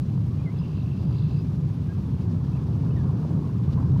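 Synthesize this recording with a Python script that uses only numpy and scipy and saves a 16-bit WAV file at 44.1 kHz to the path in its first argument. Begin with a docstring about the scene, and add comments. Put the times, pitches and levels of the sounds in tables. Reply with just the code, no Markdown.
"""Birds over open mudflats

A far, low rumble swells slowly under a broad roar and the hiss of the microphone: three layers of
shaped, flickering noise. Distant birds give short whistled notes and one long pulsed trill, built from
gliding sine waves, with a raspy haze of narrow noise around the trill. Low hollow knocks are sine waves
that ring briefly, and late on there is one soft flick of bright noise."""
import sys
import numpy as np
from scipy import signal
from scipy.fft import rfft, irfft
from scipy.io import wavfile

SR = 44100
rng = np.random.default_rng(int(sys.argv[2]) if len(sys.argv) > 2 else 0)


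def wav_record(signal):
    """Record a signal, one row per channel, as 16-bit PCM in the file named by sys.argv[1]."""
    frames = np.transpose(np.atleast_2d(signal))
    bounded = np.clip(frames, -1, 1)
    # unit amplitude maps onto the largest positive 16-bit level
    quanta = np.round(bounded * 32767).astype(np.int16)
    wavfile.write(sys.argv[1], SR, quanta)


def boost(x):
    """Linear amplitude factor 10**(x/20) for a level x in decibels (scalar or array-like)."""
    u = np.asarray(x, float) / 20
    return 10 ** u


N = 176400  # length of the scene in samples: 4 s

# In the three noise spectra only the differences between levels matter.
# level of the rumble before its upper part surges: time_s, level_db
RUMBLE_LEVEL = [(0, -24), (.9, -26), (1.2, -22.5), (1.7, -25.5), (2.2, -22.5), (2.6, -25.5), (2.9, -21.5),
                (3.15, -21.5), (3.22, -26), (3.35, -22), (3.55, -24), (4, -16.5)]
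# spectrum of the rumble: frequency_hz, density_db_per_hz
RUMBLE_SPECTRUM = [(12, -65), (20, -49), (73, -7), (135, 0), (159, -2), (211, -13), (278, -17), (520, -38),
                   (680, -67.5), (1140, -120)]
# change of the rumble's upper part: time_s, change_db
RUMBLE_UPPER = [(0, -1.5), (.65, -0.5), (.8, -0.5), (1.0, 3), (1.2, -1), (1.5, 0), (1.8, -0.5), (2.1, 0),
                (2.4, 2), (2.75, 1), (3.0, 1), (3.25, 4.5), (3.5, 1.5), (4, -4)]
# level of the roar: time_s, level_db
ROAR_LEVEL = [(0, -51), (.35, -49), (.65, -48.5), (.9, -51.5), (1.05, -47.5), (1.25, -49), (1.45, -49.5),
              (1.7, -50.5), (2.2, -49), (2.6, -47), (2.9, -45.5), (3.3, -44), (3.6, -51), (3.8, -43),
              (4, -46)]
# spectrum of the roar: frequency_hz, density_db_per_hz
ROAR_SPECTRUM = [(220, -37.5), (380, 1), (495, -7), (810, -11), (1050, -10), (1370, -18.5), (1660, -23),
                 (2010, -39.5), (2200, -33), (2860, -58), (4840, -120)]
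# level of the hiss: time_s, level_db
HISS_LEVEL = [(0, -61), (1, -61.5), (2, -61), (3, -61), (4, -60.5)]
# spectrum of the hiss: frequency_hz, density_db_per_hz
HISS_SPECTRUM = [(1000, -18.5), (1700, -4.5), (2140, -6.5), (2650, -5.5), (3370, -7), (4750, -8.5),
                 (6160, -13), (7480, -19), (12300, -22.5), (15500, -26)]
# top end of the same spectrum: frequency_hz, density_db_per_hz
HISS_TOP = [(17000, -26)]
# short whistled notes: start_s, length_s, start_hz, end_hz, peak_db, overtone_db (against the note)
NOTES = [(.29, 0.063, 1092, 1190, -53.5, -31), (0.568, 0.043, 3500, 3280, -62.5, -40),
         (0.583, 0.028, 5000, 5080, -58, -33), (0.815, 0.016, 3700, 3800, -59, -24),
         (1.448, 0.012, 2480, 2190, -57.5, -31), (1.886, 0.048, 1597, 1655, -50.5, -21),
         (2.526, 0.013, 2590, 2590, -60, -30), (2.547, .012, 2500, 2770, -59, -28.5),
         (2.57, .012, 2800, 2200, -57, -29), (2.574, 0.022, 1900, 1870, -69, -31),
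         (2.9, 0.015, 2610, 2610, -57, -28), (2.911, 0.024, 2860, 3000, -59, -27)]
# longer bent whistles, one list of points each: time_s, pitch_hz, peak_db
BENT_WHISTLES = [
    [(.376, 2480, -73), (.385, 2540, -64), (.405, 2404, -56), (.418, 2470, -58), (.43, 2570, -62),
     (.44, 2480, -75)],
    [(.448, 2270, -74), (.458, 2180, -54), (.478, 2030, -45.5), (.494, 2037, -50.5), (.503, 2150, -59),
     (.524, 2320, -58), (.538, 2260, -73)],
    [(2.96, 2030, -70), (2.965, 1946, -54), (2.975, 1827, -50.5), (2.99, 1737, -58), (3.015, 1660, -54),
     (3.024, 1570, -68.5)],
]
# second harmonic against each bent whistle: overtone_db
BENT_OVERTONE_DB = [-20, -28, -13]
# course of the trill, levels before a random spread:
# time_s, low_voice_db, middle_voice_db, high_voice_db, low_voice_hz, low_voice_glide_hz (in one pulse)
TRILL = [(.56, -59, -58, -70, 2650, 0), (.61, -55, -63, -70, 2670, 100), (.645, -53, -74, -67, 2770, -200),
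         (.7, -58.5, -73, -63, 2650, -150), (.77, -53.5, -56, -63, 2720, -350),
         (.83, -57.5, -63, -70, 2640, -100), (.92, -53, -75, -78, 2660, -200),
         (1.0, -58, -63, -63, 2670, 0), (1.1, -64, -62, -62, 2700, 94), (1.16, -56, -53, -58, 2700, 150),
         (1.21, -55, -52.5, -63, 2660, 196), (1.3, -54.5, -56.5, -64, 2670, 300),
         (1.39, -54, -58, -53, 2670, 45), (1.425, -60, -72, -73, 2660, -1)]
# notes in one turn of the middle voice, then of the high voice, before random shifts:
# delay_s, length_s, start_hz, end_hz, change_db (added to the voice's level)
TRILL_TURN = [
    [(.002, .006, 5150, 3150, 0), (.008, .005, 3160, 3900, -1.5), (.012, 0.0069, 3700, 4550, -4.5),
     (.016, .004, 4400, 3430, -6.5)],
    [(.002, .009, 4800, 4750, 0.5), (.010, 0.009, 4770, 5000, -5.5)],
]
# level of the raspy haze before its lumps: time_s, level_db
RASP_LEVEL = [(0, -94), (.55, -95), (.6, -66), (.66, -64), (.75, -65), (.85, -67), (1.0, -70), (1.4, -70),
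              (1.46, -94.5), (4, -93.5)]
# hollow knocks of a far, low-voiced bird: start_s, level_db (before the gain and fade), pitch_hz
KNOCKS = [(0.613, -40, 1030), (2.834, -40, 960), (3.092, -38, 1040), (3.105, -46, 1070), (3.24, -41, 970),
          (3.442, -41, 1096), (3.493, -40, 1010), (3.544, -44, 1060), (3.597, -43.5, 1050),
          (3.647, -46, 1020), (3.676, -43, 720), (3.775, -38.5, 995), (3.785, -37.5, 1020),
          (3.801, -43.5, 990), (3.826, -43, 955), (3.836, -46, 990), (3.854, -44.5, 1060),
          (3.962, -34.5, 945)]


def in_time(rows):
    """Draws straight lines between a table's points: one curve per column, sample by sample."""
    s, *columns = np.transpose(rows)
    return [np.interp(np.arange(N) / SR, s, column) for column in columns]


def drift(rate_hz):
    """Slow random wandering with a spread of 1: noise smoothed twice, one value per 40 samples."""
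    pole = np.exp(-2 * np.pi * rate_hz * 40 / SR)
    noise = rng.standard_normal(N // 40 + 2002)
    slow = signal.lfilter([1], [1, -2 * pole, pole * pole], noise)[2000:]  # skip the filter's start
    return np.interp(np.arange(N) / 40, np.arange(len(slow)), slow / slow.std())


def coloured(spectrum, patchy_db, shared, rate_hz, count):
    """Noise of a given spectrum, cut into overlapping bands that flicker partly together; rms 1."""
    hz, db = np.transpose(spectrum)
    log_hz = np.log(np.maximum(np.fft.rfftfreq(N, 1 / SR), 1))
    shape = boost(np.interp(log_hz, np.log(hz), db, left=-200, right=-200))
    full = rfft(rng.standard_normal(N)) * shape
    centres = np.linspace(np.log(hz[0]), np.log(hz[-1]), count)
    together = drift(rate_hz)
    out = np.zeros(N)
    for k in range(count):
        share = np.interp(log_hz, centres, np.arange(count) == k)  # triangle around this centre
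        band = irfft(full * share, N)
        out += band * boost(patchy_db * (shared * together + drift(rate_hz)))
    return out / out.std()


def add_note(out, start_s, length_s, start_hz, end_hz, db, shape):
    """Adds one sine whose pitch glides evenly, under a rounded rise and fall."""
    u = np.arange(int(length_s * SR)) / (length_s * SR)  # 0 to 1 through the note
    cycles = length_s * (start_hz * u + (end_hz - start_hz) * u * u / 2)
    phase = 2 * np.pi * cycles + rng.uniform(0, 2 * np.pi)
    i = int(start_s * SR)
    out[i:i + len(u)] += boost(db) * np.sin(np.pi * u) ** shape * np.sin(phase)


def rumble():
    """Low noise that swells slowly, while its upper part surges on its own."""
    low = coloured(RUMBLE_SPECTRUM, patchy_db=0.29, shared=0.4, rate_hz=1.7, count=6)
    above_180_hz = signal.butter(2, 180, "high", fs=SR, output="sos")
    upper = signal.sosfiltfilt(above_180_hz, low)
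    surge = boost(in_time(RUMBLE_UPPER)[0]) - 1
    return boost(in_time(RUMBLE_LEVEL)[0]) * (low + surge * upper)


def roar():
    """Broad noise in the middle range, with a fast, patchy flicker."""
    noise = coloured(ROAR_SPECTRUM, patchy_db=2.0, shared=0.43, rate_hz=78.0, count=6)
    return boost(in_time(ROAR_LEVEL)[0]) * noise


def hiss():
    """Bright, nearly steady noise of the microphone, its bands flickering slightly."""
    noise = coloured(HISS_SPECTRUM + HISS_TOP, patchy_db=0.9, shared=0.8, rate_hz=20.0, count=8)
    return boost(in_time(HISS_LEVEL)[0]) * noise


def whistles():
    """Short gliding sine notes, each with a fainter second harmonic at twice the pitch."""
    out = np.zeros(N)
    shape = 0.55  # below 1: a fuller note with quicker ends
    for start_s, length_s, start_hz, end_hz, db, overtone_db in NOTES:
        add_note(out, start_s, length_s, start_hz, end_hz, db, shape)
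        add_note(out, start_s, length_s, 2 * start_hz, 2 * end_hz, db + overtone_db, shape)
    return out


def bent_whistles():
    """Sine whistles with a second harmonic, whose pitch dips or curves without a break."""
    out = np.zeros(N)
    t = np.arange(N) / SR
    for rows, overtone_db in zip(BENT_WHISTLES, BENT_OVERTONE_DB):
        hz, db = in_time(rows)
        phase = 2 * np.pi * np.cumsum(hz) / SR
        sounding = (t > rows[0][0]) * (t < rows[-1][0])
        tone = np.sin(phase) + boost(overtone_db) * np.sin(2 * phase)
        out += sounding * boost(db) * tone
    return out


def trill():
    """One turn of tiny notes repeated fast and unevenly; the balance of its three voices shifts."""
    first_s, turns_per_s, low_length_s = 0.6195, 53.6, 0.008
    jitter_s, pitch_spread, spread_db = 0.0008, 0.013, 1.8  # pitch spread is a fraction of the pitch
    out = np.zeros(N)
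    s, low_db, middle_db, high_db, low_hz, glide_hz = np.transpose(TRILL)
    for k in range(-3, 44):  # three turns come before first_s
        t = first_s + k / turns_per_s
        hz = np.interp(t, s, low_hz)
        half = np.interp(t, s, glide_hz) / 2
        low_turn = [(-low_length_s / 2, low_length_s, hz - half, hz + half, 0)]
        for turn, level in zip([low_turn, *TRILL_TURN], [low_db, middle_db, high_db]):
            voice_db = np.interp(t, s, level)
            for delay_s, length_s, start_hz, end_hz, change_db in turn:
                bend = 1 + pitch_spread * rng.normal()
                start_s = t + delay_s + jitter_s * rng.normal()
                db = change_db + voice_db + spread_db * rng.normal()
                add_note(out, start_s, length_s, bend * start_hz, bend * end_hz, db, shape=1)
    return out


def far(calls):
    """A short, fading random echo blurs the calls, as if scattered on the way."""
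    scatter_db, scatter_t60_s = -12, 0.15  # t60: time to fade by 60 dB
    t = np.arange(SR // 4) / SR
    tail = rng.standard_normal(len(t)) * boost(-60 * t / scatter_t60_s)
    tail = tail / np.sqrt(np.sum(tail ** 2))
    return calls + boost(scatter_db) * signal.fftconvolve(calls, tail)[:N]


def rasp():
    """Lumpy noise in a narrow band: a raspy haze around the trill, thickest near its start."""
    lump_db, lump_rate_hz = 1.5, 50.0
    band_filter = signal.butter(2, [2450, 3250], "band", fs=SR, output="sos")  # band edges in Hz
    band = signal.sosfilt(band_filter, rng.standard_normal(N))
    level_db = in_time(RASP_LEVEL)[0] + lump_db * drift(lump_rate_hz)
    return boost(level_db) * band / band.std()


def knocks():
    """Sine waves with a quick rise, then a short ring; 30 mostly fainter ones fall at random late on."""
    rise_s, t60_s, gain_db = 0.001, 0.028, 4.5  # t60: time to fade by 60 dB
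    stray_s = rng.uniform(2.9, 3.95, 30)
    stray_db = rng.uniform(-53, -45, 30)  # before the gain and fade
    stray_hz = rng.uniform(730, 1244, 30)
    out = np.zeros(N + 4410)  # room for the last ring
    t = np.arange(4410) / SR
    for start_s, db, hz in [*KNOCKS, *zip(stray_s, stray_db, stray_hz)]:
        i = int(start_s * SR)
        fade = boost(db + gain_db - 60 * t / t60_s)
        rise = 1 - np.exp(-t / rise_s)
        out[i:i + len(t)] += fade * rise * np.sin(2 * np.pi * hz * t)
    return out[:N]


def flick():
    """A soft, short puff of bright noise, as of a wing or a drop."""
    start_s, length_s, level_db = 3.718, 0.026, -47  # level before the band filter
    u = np.clip((np.arange(N) / SR - start_s) / length_s, 0, 1)
    band = signal.butter(2, [2500, 4800], "band", fs=SR, output="sos")  # band edges in Hz
    return boost(level_db) * np.sin(np.pi * u) * signal.sosfilt(band, rng.standard_normal(N))


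def scene():
    """Rumble, roar and hiss under the birds and the flick, as one channel."""
    ground = rumble() + roar() + hiss()
    calls = far(whistles() + bent_whistles() + trill())
    return (ground + calls + rasp() + knocks() + flick())[None]


def band_limit(x):
    """A steep low-pass at the top of the band."""
    return signal.sosfilt(signal.butter(12, 15690, fs=SR, output="sos"), x)


def record(dry):
    """The preamp has a soft ceiling, which rounds off the peaks."""
    ceiling = 0.34  # full scale is 1
    mix = ceiling * np.tanh(dry / ceiling)
    return band_limit(mix)


dry = scene()
out = record(dry)
wav_record(out)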